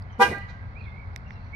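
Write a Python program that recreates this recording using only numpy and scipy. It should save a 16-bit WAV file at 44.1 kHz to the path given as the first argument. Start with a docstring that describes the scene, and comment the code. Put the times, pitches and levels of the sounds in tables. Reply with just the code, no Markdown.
"""Far traffic rumbles under the whole scene: steady shaped noise. Small dry clicks, each a few very short
tones, and soft gliding bird notes come and go. Early on, a parked car gives one short toot: two horns, each a stack
of sines, with a noise rattle, a low thump and a shudder of the bodywork. The gravel yard returns the note
as echoes from fences and walls and as a dying wash of noise. Then a nearer bird, a gliding sine, warbles to
the right and ends in a trill; more clicks and soft notes follow, and last a louder rising chirp on the right."""
import sys
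import numpy as np
from scipy import signal
from scipy.fft import rfft, irfft
from scipy.io import wavfile
from scipy.ndimage import uniform_filter1d, map_coordinates

SR = 44100
rng = np.random.default_rng(int(sys.argv[2]) if len(sys.argv) > 2 else 0)


def pcm_store(signal):
    """Save signal as 16-bit PCM."""
    levels = np.round(np.clip(np.atleast_2d(signal), -1, 1) * 32767)
    wavfile.write(sys.argv[1], SR, levels.astype(np.int16).T)


N = 68355
TIME_S = np.arange(N) / SR
SPECTRUM_HZ = np.arange(N // 2 + 1) * SR / N


def amp(db):
    """Turn decibels into a gain."""
    return 10 ** (np.asarray(db) / 20)


def rms_one(x):
    """Scale to an average strength (rms) of 1."""
    return x / np.sqrt(np.mean(x ** 2) + 1e-20)


def at_hz(points, hz):
    """Read a (Hz, value) table with straight lines on a log-frequency axis."""
    points = np.array(points)
    return np.interp(np.log(np.maximum(hz, 1)), np.log(points[:, 0]), points[:, 1])


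def pan(db):
    """Left and right gains for a left-minus-right difference; positive is louder on the left."""
    return amp([[db / 2], [-db / 2]])


def band(x, low_hz, high_hz):
    """Keep the sound between two frequencies."""
    sos = signal.butter(2, [low_hz, high_hz], "band", fs=SR, output="sos")
    return signal.sosfilt(sos, x)


def drift(rate_hz):
    """Smooth random wandering around zero: a curve through two random points per cycle of the rate."""
    knots = rng.standard_normal(size=4000)
    return map_coordinates(knots, [4 + TIME_S * min(rate_hz, 1200) * 2], order=3)


def fade_db(s, db):
    """A level that moves in straight lines between points, and is almost silent outside them."""
    return np.interp(TIME_S, s, db, left=-120, right=-120)


def coloured(spectrum, channels):
    """Random noise shaped to a spectrum, rms 1, with nothing below the first frequency."""
    white = rfft(rng.standard_normal((channels, N)))
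    shape = amp(at_hz(spectrum, SPECTRUM_HZ)) * (SPECTRUM_HZ > spectrum[0][0])
    return rms_one(irfft(white * shape, N))


def far_noise():
    """Steady stereo rumble and hiss of far traffic and yard; each half octave flickers a little."""
    level_db, flicker_db, flicker_hz = -38.5, 0.5, 8.3
    # noise spectrum: pitch_hz [Hz], level_db [dB per Hz, relative]
    far_spectrum = [(12, -27), (20, -13), (93, 2.5), (146, -12), (204, -13.5), (319, -29), (759, -25),
                    (1060, -25), (1610, -25.5), (1860, -31.5), (2020, -27.5), (2600, -40.5), (2820, -48.5),
                    (3530, -48), (4300, -46), (6720, -65), (16000, -100)]
    # how alike left and right are: pitch_hz [Hz], likeness [1 = same; 0 or less = unrelated]
    likeness = [(60, 1), (150, 1), (380, 0.72), (950, 0.61), (2380, 0.75), (5980, -0.84), (15000, 0.06)]
    # which side is louder: pitch_hz [Hz], left_minus_right_db [dB]
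    side_lean = [(60, 3), (110, -0.5), (200, 1.0), (380, 1.5), (700, 1), (1290, -2.5), (2380, -9),
                 (4400, -8), (8120, -4.5), (15000, 22)]
    # which side is ahead: pitch_hz [Hz], left_lead [radians]; the second row's lead holds below it
    left_lead = [(0, 0), (690, -0.47), (2330, 5), (2580, 0), (3700, 10.5), (4910, 12), (5860, 11.5),
                 (6630, 21), (8870, 22), (9560, 27), (10800, 24.7), (11500, 11), (12700, 26.5), (15900, 27)]
    mid, side = rfft(coloured(far_spectrum, channels=2))
    alike = np.clip(at_hz(likeness, SPECTRUM_HZ), 0, 1)
    lean = amp(at_hz(side_lean, SPECTRUM_HZ) / 2) * np.exp(.5j * at_hz(left_lead, SPECTRUM_HZ))
    shared, apart = np.sqrt(1 + alike) * mid, np.sqrt(1 - alike) * side
    pair = np.array([(shared + apart) * lean, (shared - apart) / lean])
    half_octave = 2 * np.log2(np.maximum(SPECTRUM_HZ, 20) / 20)
    out = 0
    for k in range(21):
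        weight = np.clip(1 - abs(half_octave - k), 0, 1)   # neighbouring bands overlap
        out = out + irfft(pair * weight, N) * amp(flicker_db * drift(flicker_hz))
    return amp(level_db) * rms_one(out)


def clicks():
    """Each dry click is a few ringing tones (modes) that swell and die within moments."""
    # clicks: time_s [s, 1 ms after the start], level_db [dB], pitch_share [times the mode pitch],
    # treble_tilt_db [dB per octave above the first mode], left_minus_right_db [dB]
    click_list = [(0.0234, -49.5, 2.32, -12, -17.5), (1.074, -57, 2, -13, 0), (1.141, -63, 2.5, -7, -10),
                  (1.1622, -29, 1.02, 0.2, -14.5), (1.177, -54, 2.4, -8, -15),
                  (1.308, -31.5, 0.98, -15, -14), (1.322, -55.5, 2.16, -21, -16)]
    # tones in a click: pitch_hz [Hz, before the pitch share], level_db [dB, before the tilt], swell_s [s]
    click_modes = [(2048, -2.5, 0.00081), (3670, -11.5, 0.0009), (5530, -6.5, 0.00033),
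                   (8460, -14.5, 0.0003), (11440, -24.5, 0.00083), (14000, -32, .0003)]
    out, t = np.zeros((2, N)), np.arange(600) / SR
    lowest_hz = click_modes[0][0]
    for time_s, level_db, pitch_share, tilt_db, pan_db in click_list:
        tick = 0
        for hz, db, swell_s in click_modes:
            if hz * pitch_share >= SR / 3:   # leave out very high tones
                continue
            level = amp(db + tilt_db * np.log2(hz / lowest_hz))
            swell = (t / swell_s) ** 2 * np.exp(2 - 2 * t / swell_s)   # reaches 1 at swell_s
            tick = tick + level * swell * np.sin(2 * np.pi * hz * pitch_share * t)
        at = int((time_s - .001) * SR)
        out[:, at:at + len(t)] += amp(level_db) * tick * pan(pan_db)
    return out


def yard(x):
    """Blurred returns from all around: the sound is smeared by stereo noise that dies band by band."""
    level_pan_db, build_up_s = -1.5, 0.0067
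    # dying time: pitch_hz [Hz], time_to_fall_60_db [s]
    dying_time = [(200, 0.13), (500, 0.51), (800, 0.33), (1000, 0.44), (1600, 0.63), (2000, 0.94),
                  (2500, 0.69), (3300, 0.6), (5500, 0.29), (9000, 0.24)]
    t = np.arange(SR // 2) / SR
    edges_hz = 140 * 2 ** np.arange(0, 7, .5)
    white = rng.standard_normal((2, len(t)))
    tail = 0
    for low_hz, high_hz in zip(edges_hz, edges_hz[1:]):
        fall_s = at_hz(dying_time, np.sqrt(low_hz * high_hz))
        tail = tail + band(white, low_hz, high_hz) * amp(-60 * t / fall_s)
    tail = tail * np.minimum(t / build_up_s, 1)
    tail = tail / np.sqrt(np.sum(tail ** 2) / 2)   # energy 1 per side on average
    return signal.fftconvolve(x, tail, axes=1)[:, :N] * pan(level_pan_db)


def birds():
    """Bird voices are gliding sines: a near warble with a trill, and short notes with chance flicker."""
    trill_hz, trill_from_s = 54.8, .92
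    trill_pitch_share, trill_level_depth = 0.027, .85
    song_pan_db, song_gain_db = -12, 1.5
    # near warble: time_s [s], pitch_hz [Hz, before the trill], level_db [dB, before the song gain and trill]
    song = [(.745, 2050, -72), (.755, 2250, -58), (.769, 2400, -47), (.79, 2600, -54), (0.799, 2750, -58),
            (.805, 2650, -59.5), (.815, 2450, -44.5), (0.824, 2450, -62), (0.848, 2550, -58),
            (.865, 2220, -52), (.883, 2150, -48.5), (.895, 2085, -65), (.905, 2150, -60), (.915, 2083, -59),
            (.933, 2183, -58.5), (.96, 2200, -54.5), (.98, 2270, -54.5), (1.004, 2320, -52),
            (1.021, 2270, -58.5), (1.045, 2250, -55), (1.074, 2200, -85), (1.12, 2200, -59)]
    # short notes, soft except the last, a louder rising chirp on the right: start_s [s], length_s [s],
    # from_hz [Hz], to_hz [Hz], flicker_hz [Hz, at most 1200 used], level_db [dB], left_minus_right_db [dB]
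    notes = [(0.049, 0.041, 2390, 3100, 6.9, -66, -3), (0.091, 0.17, 3140, 2830, 150, -65, 17.5),
             (.112, 0.04, 6400, 5470, 32, -72, -21), (0.788, 0.09, 4440, 3890, 370, -63, -5),
             (.83, 0.085, 3440, 3500, 170, -65.5, 12), (0.932, 0.059, 4000, 4000, 280, -80, .1),
             (1.237, 0.057, 2770, 2760, 27, -67, 20), (1.274, .016, 5640, 5730, 59, -70.5, -14),
             (1.281, .08, 5750, 5270, 570, -68.5, -11), (1.329, 0.052, 2820, 2720, 25, -64, 13),
             (1.325, 0.068, 4080, 3890, 170, -68.5, 7), (1.373, 0.11, 4260, 4440, 350, -69, -9),
             (1.42, .11, 5770, 5830, 250, -81.5, -16), (1.528, 0.048, 2150, 2545, 18.3, -45.5, -12)]
    s, hz, db = np.transpose(song)
    trill_on = TIME_S > trill_from_s
    trill = trill_pitch_share * np.sin(2 * np.pi * trill_hz * TIME_S) * trill_on
    pitch_hz = np.interp(TIME_S, s, hz) * (1 + trill)
    voice = np.sin(2 * np.pi * np.cumsum(pitch_hz) / SR)
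    pulses = 1 + trill_level_depth * np.cos(2 * np.pi * trill_hz * (TIME_S - 1.0)) * trill_on
    out = amp(fade_db(s, db + song_gain_db)) * voice * pan(song_pan_db) * pulses
    for start_s, length_s, from_hz, to_hz, flicker_hz, level_db, pan_db in notes:
        u = np.clip((TIME_S - start_s) / length_s, 0, 1)   # 0 to 1 through the note
        pitch_hz = from_hz + (to_hz - from_hz) * u
        swell = np.sqrt(np.sin(np.pi * u) + 1e-12)
        voice = np.sin(2 * np.pi * np.cumsum(pitch_hz) / SR)
        out = out + amp(level_db) * drift(flicker_hz) * swell * voice * pan(pan_db)
    return out


def swing_db(late_s):
    """How far the horn diaphragms swing over time, delayed and smoothed."""
    # swing of the diaphragms: time_s [s, before the delay], swing_db [dB]
    swing_points = [(.18, -45), (.195, -4.5), (0.209, -1.5), (0.217, 0.75), (0.231, -2.5), (0.245, -6.5),
                    (0.263, -19.5), (.30, -42), (.36, -84)]
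    swing = np.interp(TIME_S - late_s, *np.transpose(swing_points), left=-120, right=-120)
    return uniform_filter1d(swing, size=150)


def horn(base_hz, partials):
    """A vibrating diaphragm: sines at multiples of one pitch that swell and die with its swing."""
    waver_share, waver_hz = 0.0024, 24.6
    rise_per_s, rise_mid_s = .4, .222   # the pitch climbs a little within 0.03 s of the middle
    steepen_per_khz = 0.044             # high partials need more swing
    rise = rise_per_s * np.clip(TIME_S - rise_mid_s, -.03, .03)
    pitch_hz = base_hz * (1 + waver_share * drift(waver_hz) + rise)
    turn = 2 * np.pi * np.cumsum(pitch_hz) / SR
    out = 0
    for multiple, db, pan_db, left_lead, late_s in partials:
        k = round(multiple)
        steepness = 2 + steepen_per_khz * k * base_hz / 1000
        level = amp(db + 4 + steepness * swing_db(late_s))
        phase = np.array([[left_lead], [0]]) + rng.uniform(0, 2 * np.pi)
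        out = out + level * np.sin(k * turn + phase) * pan(pan_db)
    return out


def buzz():
    """Bright noise of rattling contacts and panels under the note, dying away after it."""
    # rattle spectrum: pitch_hz [Hz], level_db [dB per Hz, relative]
    rattle_spectrum = [(1470, -16.5), (2500, 0), (2600, -19), (2870, -8), (3390, -10.5), (5750, -12),
                       (7800, -20), (8950, -16), (15500, -29.5)]
    # rattle level: time_s [s], level_db [dB, before mixing the noises]
    rattle_level = [(.18, -83), (.2, -47.5), (0.215, -33.5), (0.227, -30.5), (0.244, -39), (.266, -42.5),
                    (.32, -52), (.38, -69), (.5, -87)]
    noise = coloured(rattle_spectrum, channels=3)
    mixed = 0.56 * noise[0] + 1.296 * noise[1:]   # one noise shared by both sides, plus one for each
    return amp(fade_db(*np.transpose(rattle_level))) * mixed * pan(2)


def thump():
    """A few cycles of a low tone as the current comes on."""
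    pitch_hz, start_s, length_s, level_db = 226, .183, 0.043, -26.5
    u = np.clip((TIME_S - start_s) / length_s, 0, 1)
    return amp(level_db) * np.sin(np.pi * u) * np.sin(2 * np.pi * pitch_hz * length_s * u)


def bodywork():
    """Low noise that shudders through the car's panels, lasting past the toot."""
    low_hz, high_hz, low_share = 99, 630, 1.37
    # shudder level: time_s [s], level_db [dB]
    shudder_level = [(0.201, -78), (0.234, -30.5), (.27, -34), (.30, -33), (0.329, -32.5), (.36, -43.5),
                     (0.384, -40)]
    wide = band(rng.standard_normal(N), low_hz, high_hz)
    deep = band(rng.standard_normal(N), low_hz, 2 * low_hz)
    return amp(fade_db(*np.transpose(shudder_level))) * rms_one(wide + low_share * deep)


def echoes(x):
    """Separate late copies from hard surfaces, each favouring one band of pitches."""
    spread = 1.12   # band edge divided by band centre
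    # echoes: delay_s [s], level_db [dB], centre_hz [Hz], left_minus_right_db [dB]
    echo_list = [(0.034, -8.5, 1400, -10.5), (.045, -19.5, 940, 10), (0.053, -11, 2270, -13),
                 (0.095, -13, 2110, -12), (.10, -23, 2300, 1), (0.12, -20.5, 1610, -13),
                 (.205, -27.5, 2050, -8), (.275, -23.5, 4100, -13), (.275, -30, 6050, -14.5),
                 (.15, -26, 2300, -11), (.20, -26.5, 2360, -5), (0.032, -7.5, 2420, -10),
                 (.285, -33, 1540, -13), (.28, -25.5, 2160, -9)]
    out, mono = np.zeros((2, N)), x.mean(axis=0)
    for delay_s, level_db, centre_hz, pan_db in echo_list:
        at = int(delay_s * SR)
        returned = band(mono, centre_hz / spread, centre_hz * spread)
        out[:, at:] += amp(level_db) * pan(pan_db) * returned[:N - at]
    return out


def scene():
    """Add far noise, clicks, birds, the two horns with their side sounds, and all the returns."""
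    # partials of each horn as they arrive round the car: multiple [times the pitch],
    # level_db [dB, relative], left_minus_right_db [dB], left_lead [radians], delay_s [s]
    low_partials = [(1, -30, 0.5, -0.79, 0.006), (2, -15, 1.3, -0.93, 0.0052), (3, -21, 2.5, 0.93, 0.005),
                    (4, -19, -4.5, -0.77, 0.014), (5, -25.5, 1.5, -1.93, 0.0087),
                    (6, -38, -10, 0.72, 0.014), (7, -34.5, 5.5, 1.1, 0.023), (8, -40.5, 15, 0.95, 0.016),
                    (9, -46, -1, 0.19, 0.0063), (10, -42.5, 0, -1.5, 0.0087), (11, -46, 5, -2.3, 0.0078),
                    (13, -56, 0, -1.4, 0.011), (15, -57, 2, 0.78, 0.015), (12, -43.5, -6.5, -2.4, 0.012),
                    (14, -46, -15.5, -0.77, 0.016)]
    high_partials = [(1, -20.5, -3.5, -0.9, 0.00043), (2, -17.5, 0.5, 0.55, 0.003),
                     (3, -26.5, -1.5, -1.3, 0.0024), (4, -25, -7, -2.5, 0.015), (5, -30, -7.5, 1.9, 0.0067),
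                     (6, -36.5, 9, -0.6, 0.012), (7, -50, -2, -4, 0.012), (8, -40, -0.5, -2.9, 0.015),
                     (9, -52, -3, 3.5, 0.0068), (11, -50, -3, 4, 0.012), (12, -55, 2, 5, 0.021)]
    ticks, song = clicks(), birds()
    toot = horn(397.7, low_partials) + horn(485.6, high_partials)   # base pitches in Hz
    rattle = buzz()
    # how much of each sound feeds the yard, in dB
    toot_wet_db, rattle_wet_db, bird_wet_db, click_wet_db = -18, -12, -9, -29
    to_yard = amp(toot_wet_db) * band(toot, 60, 2700) + amp(rattle_wet_db) * rattle
    to_yard = to_yard + amp(bird_wet_db) * song + amp(click_wet_db) * ticks
    car = toot + rattle + thump() + bodywork()
    returns = echoes(toot + rattle) + yard(to_yard)
    return far_noise() + ticks + song + car + returns


def record(dry):
    """Round off the peaks gently, then cut the highest treble."""
    top, cutoff_hz = 0.99, 16390
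    rounded = top * np.tanh(dry / top)
    return signal.sosfilt(signal.cheby2(12, 70, cutoff_hz, fs=SR, output="sos"), rounded)


dry = scene()
out = record(dry)
pcm_store(out)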